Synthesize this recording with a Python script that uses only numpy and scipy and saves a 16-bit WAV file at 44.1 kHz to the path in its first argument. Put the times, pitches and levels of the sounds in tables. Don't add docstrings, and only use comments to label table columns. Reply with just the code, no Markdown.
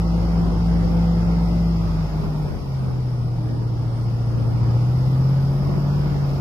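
import sys
import numpy as np
from scipy import signal
from scipy.io import wavfile
from scipy.ndimage import uniform_filter1d

SR = 44100
rng = np.random.default_rng(int(sys.argv[2]) if len(sys.argv) > 2 else 0)


def bounce(signal):
    frames = np.transpose(np.atleast_2d(signal))
    limited = np.clip(frames, -1, 1)
    pcm = np.round(limited * 32767).astype(np.int16)
    wavfile.write(sys.argv[1], SR, pcm)


def natural_amplitude(level_db):
    exponent = np.asarray(level_db, float) / 20
    return 10 ** exponent


N = 282321
T = np.arange(N) / SR

# t/s, firing rate f/Hz, firing tone level/dB, thrust re full/dB
ENGINE_RUN = [(0, 169.6, -22, 0), (1.3, 169.7, -20.5, 0), (1.65, 169.1, -20, -.5), (1.9, 164.6, -21.5, 0),
              (2.15, 155.7, -23, -1), (2.42, 150.8, -24, -2.5), (2.63, 136.9, -24.5, -4),
              (2.85, 128.9, -23, -4.5), (3.2, 120.7, -23.5, -5.5), (3.6, 117.7, -24, -5),
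              (4.0, 117, -22.5, -4.5), (4.45, 117, -21, -3.5), (4.75, 118.3, -16.5, -1.5),
              (5.0, 127.5, -18.5, -2), (5.3, 133.6, -17, -1.5), (5.72, 141, -21.5, -1),
              (6.05, 144.4, -20, 0), (6.4, 137.5, -23, -0.5)]
# t/s, half length/s, level/dB
FALTERS = [
    (2.09, .035, -11),
    (2.58, .1, -10),
]
EXHAUST_ORDERS = [4, 6, 7, 9, 11, 12, 13, 14, 16, 21, 24, 32, 96, 100]
# fast level/dB, slow level/dB
EXHAUST_LEVELS = [(-4, 6.5), (-0.5, 5.5), (1, 5), (-14, 5.5), (-2.5, 4.5), (-22, 1.5), (-9.5, -3.5),
                  (-10.5, -12), (-7, -8), (-12, -2.5), (-9.5, -24), (-14, -13.5), (-18, -19.5), (-24, -44)]
BLADE_ORDERS = [2, *range(4, 17)]
# fast level/dB, slow level/dB
BLADE_LEVELS = [(1.5, 1), (-4.5, 6), (-5, -5.5), (-10.5, -3.5), (-14, -9), (-11.5, -9), (-5, -18),
                (-13.5, -11.5), (-10, -10.5), (-19.5, -10.5), (-15, -9), (-13, -18), (-12.5, -27.5),
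                (-15.5, -24.5)]
# f/Hz, density level/dB
WASH_SPECTRUM = [(150, -44.5), (200, -4.5), (300, -4.5), (420, -8.5), (600, -10.5), (850, -11), (1050, -15),
                 (1300, -16), (1600, -23), (2050, -25), (2500, -27.5), (3500, -34), (4500, -60)]
# f/Hz, density level/dB
RUMBLE_SPECTRUM = [(15, -24.5), (30, -15.5), (40, 3), (50, 0.5), (90, -8.5), (150, 6.5), (200, 8.5),
                   (260, -39)]
# f/Hz, density level/dB
HISS_SPECTRUM = [(2000, -18), (3000, -10), (4200, -8), (4800, -3.5), (5250, -1.5), (5550, -6),
                 (5900, -14.5), (6400, -13), (7000, -18), (7800, -23.5), (8300, -22.5), (9000, -50.5)]
# f/Hz, density level/dB
SPRAY_SPECTRUM = [(7000, -24.5), (8000, -13.5), (8500, -1), (8900, -0.5), (9600, -5.5), (10400, -7.5),
                  (11300, -3.5), (12000, -2.5), (12900, -3), (13450, -11), (14100, -7), (14700, -10),
                  (15300, -11), (16000, -10)]
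# f/Hz, density level/dB
WIND_SPECTRUM = [(15, -50), (25, -26), (38, -9), (55, -1), (86, 0), (134, -6), (200, -8), (380, -14),
                 (700, -25), (1100, -45)]
# t/s, level/dB, half length/s
GUSTS = [(.4, -32.5, 0.16), (0.846, -30, .12), (1.25, -35, 0.17), (2.242, -29.5, 0.043),
         (2.487, -33, 0.074), (2.886, -32, 0.069), (3.499, -34.5, .08), (3.8, -38.5, 0.1),
         (4.102, -37, 0.17), (4.44, -31.5, 0.12), (4.666, -31, .05), (5.099, -35.5, .06),
         (5.73, -28.5, 0.076), (6.05, -33.5, .12)]
# f/Hz, left-right correlation/1
PORT_LIKENESS = [(60, 1), (300, 0.87), (600, 0.65), (800, 0.84), (1000, 0.25), (1800, 0.42), (3000, 0.33),
                 (4800, .12), (8000, .03)]
# f/Hz, left minus right level/dB
PORT_LEAN = [(60, 4), (110, 4), (200, 3), (380, 2), (700, -2), (1290, -4.0), (2380, 0.5), (4400, 2.5),
             (8120, 9.5), (15000, 11)]
# f/Hz, right port lead/rad
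PORT_LEAD = [(200, .05), (600, .6), (800, .35), (1200, -.95), (1800, -2.7), (2800, -2.9), (3700, -3.4),
             (8000, -3.1)]
# f/Hz, threshold re surroundings level/dB
DROP_THRESHOLDS = [(1200, -14), (1600, -4), (2500, -4.5), (4300, -6), (4800, -12), (5600, -14),
                   (5900, -0.5), (6500, -8.5), (7700, -3), (8400, -3), (12800, -8), (13500, -5),
                   (14200, -4), (15000, -1.5), (15400, -0.5)]

SLOW_HZ, FAST_HZ = 125, 170.6
BLADE_RATIO = .3273
FIVE_EIGHTHS_DB, FIVE_QUARTERS_DB = (-9.5, -18), (-24.5, -15)
BLADE_DB, BLADE_DB_PER_HZ, BLADE_LOW_DB = -22.3, .37, -40.5
THIRD_DB = -14
SECOND_START_TURNS, THIRD_START_TURNS = -.09, .21
SMEAR_DB_PER_HZ_S = 0.15
WASH_DB, HISS_DB, SPRAY_DB = -40.5, -51.5, -62
WASH_SHARE, SPRAY_SHARE, MIST_SHARE = 1, .45, 1.3
MIST_HZ, MIST_DB_PER_S = 11000, 0.85
MIST_LAG_S = .35
CALM_DB = -38
GUST_SHARE = 0.21
TOP_HZ, TOP_SHARE = 14400, 1.0
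EDGE_HZ, EDGE_ODDS = 15070, .85


def engine(hz, firing_db, turns, fast, overtone_db):
    load_db = uniform_filter1d(firing_db, size=SR // 3)
    falter_db = sum(db * np.exp(-((T - s) / half) ** 4) for s, half, db in FALTERS)
    out = tone(turns, firing_db + falter_db, .6, .1, start=0)
    out += tone(5 / 8 * turns, load_db + blend(fast, *FIVE_EIGHTHS_DB), 1.2, .15, start=0)
    out += tone(5 / 4 * turns, load_db + blend(fast, *FIVE_QUARTERS_DB), 0.96, 0.2)
    return out + overtones(turns, 1 / 8, EXHAUST_ORDERS, EXHAUST_LEVELS, overtone_db, fast)


def propeller(hz, turns, fast, overtone_db):
    blade_db = np.maximum(BLADE_DB + BLADE_DB_PER_HZ * (hz - hz[0]), BLADE_LOW_DB)
    out = tone(BLADE_RATIO * turns, blade_db, .4 + 1.5 * (1 - fast), .1)
    out += tone(3 * BLADE_RATIO * turns, blade_db + THIRD_DB, .6, .1, start=THIRD_START_TURNS)
    return out + overtones(turns, BLADE_RATIO, BLADE_ORDERS, BLADE_LEVELS, overtone_db, fast)


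def overtones(turns, step, orders, rows, base_db, fast):
    out = np.zeros(N)
    for k, (fast_db, slow_db) in zip(orders, rows):
        start = SECOND_START_TURNS if k == 2 else None
        waver_rad = .25 if k * step < 1.2 else .6
        out += tone(k * step * turns, base_db + blend(fast, fast_db, slow_db), 3., waver_rad, start)
    return out


def tone(turns, level_db, waver_db, waver_rad, start=None):
    if start is None:
        start = rng.random()
    phase = 2 * np.pi * (turns + start) + waver_rad * drift(14)
    return np.sqrt(2) * natural_amplitude(level_db + waver_db * drift(13)) * np.sin(phase)


def ports(x, lag=7.1, lean_db=.7):
    late = np.interp(np.arange(N) - lag, np.arange(N), x)
    return np.array([natural_amplitude(lean_db / 2) * late, natural_amplitude(-lean_db / 2) * x])


def wash(thrust_db, throb):
    wash_db = WASH_DB + WASH_SHARE * thrust_db
    rumble = natural_amplitude(wash_db + 4.5) * noise(RUMBLE_SPECTRUM, 0.37, size=4096)
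    swell = (gusts() / natural_amplitude(CALM_DB)) ** GUST_SHARE
    rush = noise(WASH_SPECTRUM, 1.28, size=2048)
    return rumble + natural_amplitude(wash_db + 5) * swell * (1 + 0.053 * throb) * rush


def hiss(thrust_db, throb):
    level_db = HISS_DB + thrust_db + 0.2 * drift(9.2)
    return natural_amplitude(level_db) * (1 + 0.054 * throb) * noise(HISS_SPECTRUM, 0.89)


def spray(thrust_db):
    drops = natural_amplitude(SPRAY_DB + 0.55 * drift(25)) * noise(SPRAY_SPECTRUM, 0.83)
    highpass = signal.firwin(101, MIST_HZ, pass_zero=False, fs=SR)
    mist = signal.oaconvolve(drops, highpass[None], "same")
    way_db = np.interp(T - MIST_LAG_S, T, thrust_db)
    mist_db = MIST_SHARE * way_db + MIST_DB_PER_S * (T - 2.5)
    return natural_amplitude(SPRAY_SHARE * thrust_db) * (drops - mist) + natural_amplitude(mist_db) * mist


def wind():
    lumps_db = np.array([drift(7.5), drift(7.3)])
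    return gusts() * natural_amplitude(lumps_db) * noise(WIND_SPECTRUM, 1.9, .05, size=2048)


def gusts():
    power = sum(natural_amplitude(db) ** 2 * np.exp(-((T - s) / half) ** 2) for s, db, half in GUSTS)
    return np.sqrt(natural_amplitude(CALM_DB) ** 2 + power)


def noise(spectrum, patchy_db, alike=0.86, size=1024):
    hz = np.fft.rfftfreq(size, 1 / SR)
    a, b, c, d, patches = rng.standard_normal((N * 4 // size + 6, len(hz), 5)).T
    patches = evened(uniform_filter1d(uniform_filter1d(patches, size=10, axis=0), size=12, axis=1))
    same = np.clip(alike * read(PORT_LIKENESS, hz), -1, 1)[:, None]
    left, other = a + 1j * b, c + 1j * d
    lead = np.exp(1j * read(PORT_LEAD, hz))[:, None]
    z = np.array([left, same * left * lead + np.sqrt(1 - same ** 2) * other])
    lean_db = read(PORT_LEAN, hz)[:, None] / 2
    colour_db = read(spectrum, hz, -120, -120)[:, None] + patchy_db * patches
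    z *= natural_amplitude(colour_db + np.array([lean_db, -lean_db]))
    x = signal.istft(z, nperseg=size, noverlap=size * 3 // 4)[1][:, :N]
    return x / np.sqrt(np.mean(x.mean(0) ** 2))


def drift(top_hz):
    hz, phase = np.geomspace(.3, top_hz, num=20), rng.random(20)
    coarse = T[::256]
    waves = np.sin(2 * np.pi * (np.outer(coarse, hz) + phase)) / np.sqrt(hz)
    return np.interp(T, coarse, evened(waves.sum(1)))


def blend(fast, fast_db, slow_db):
    return fast * fast_db + (1 - fast) * slow_db


def evened(x):
    return x / np.sqrt(np.mean(x ** 2) + 1e-20)


def read(points, hz, below=None, above=None):
    f, value = np.transpose(points)
    return np.interp(np.log(hz + 1), np.log(f + 1), value, below, above)


def curves(rows):
    s, *columns = np.transpose(rows)
    return [np.interp(T, s, c) for c in columns]


def blurred(field, bins, frames):
    return uniform_filter1d(uniform_filter1d(field, bins, axis=0), frames, axis=1)


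def starved(x, depth_db=-36, luck_db=3.2, size=2048, count=12):
    hz, t, z = signal.stft(x, SR, nperseg=size, noverlap=size * 3 // 4)
    power = (abs(z) ** 2).sum(0) + 1e-20
    around_db = 10 * np.log10(blurred(power, 24, 60))
    weak_db = 10 * np.log10(blurred(power, 2, 5)) - around_db
    luck = evened(blurred(rng.standard_normal((len(t), len(hz) // count + 1)).T, 1, 5))
    edge_db = read(DROP_THRESHOLDS, hz, -60)[:, None] + luck_db * np.repeat(luck, count, axis=0)[:len(hz)]
    faint_db = around_db.mean(1, keepdims=True) - around_db
    edge_db += TOP_SHARE * (hz > TOP_HZ)[:, None] * faint_db
    keep = natural_amplitude(depth_db / (1 + np.exp(np.clip(3 * (weak_db - edge_db), -40, 40))))
    keep[hz > EDGE_HZ] = evened(uniform_filter1d(rng.standard_normal(len(t)), size=4)) > EDGE_ODDS
    return signal.istft(z * keep, SR, nperseg=size, noverlap=size * 3 // 4)[1][:, :N]


def scene():
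    hz, firing_db, thrust_db = curves(ENGINE_RUN)
    turns = np.cumsum(hz) / SR
    fast = np.clip((hz - SLOW_HZ) / (FAST_HZ - SLOW_HZ), 0, 1) ** 1.5
    change_hz_s = uniform_filter1d(abs(np.gradient(hz)) * SR, size=SR // 4)
    overtone_db = WASH_DB + WASH_SHARE * thrust_db - SMEAR_DB_PER_HZ_S * change_hz_s
    throb = np.cos(2 * np.pi * BLADE_RATIO * turns)
    tones = engine(hz, firing_db, turns, fast, overtone_db) + propeller(hz, turns, fast, overtone_db)
    return ports(tones) + wash(thrust_db, throb) + hiss(thrust_db, throb) + spray(thrust_db) + wind()


def roll_off(x):
    return signal.sosfilt(signal.butter(12, 15760, fs=SR, output="sos"), x)


def record(dry):
    mix = starved(dry)
    return roll_off(mix)


dry = scene()
out = record(dry)
bounce(out)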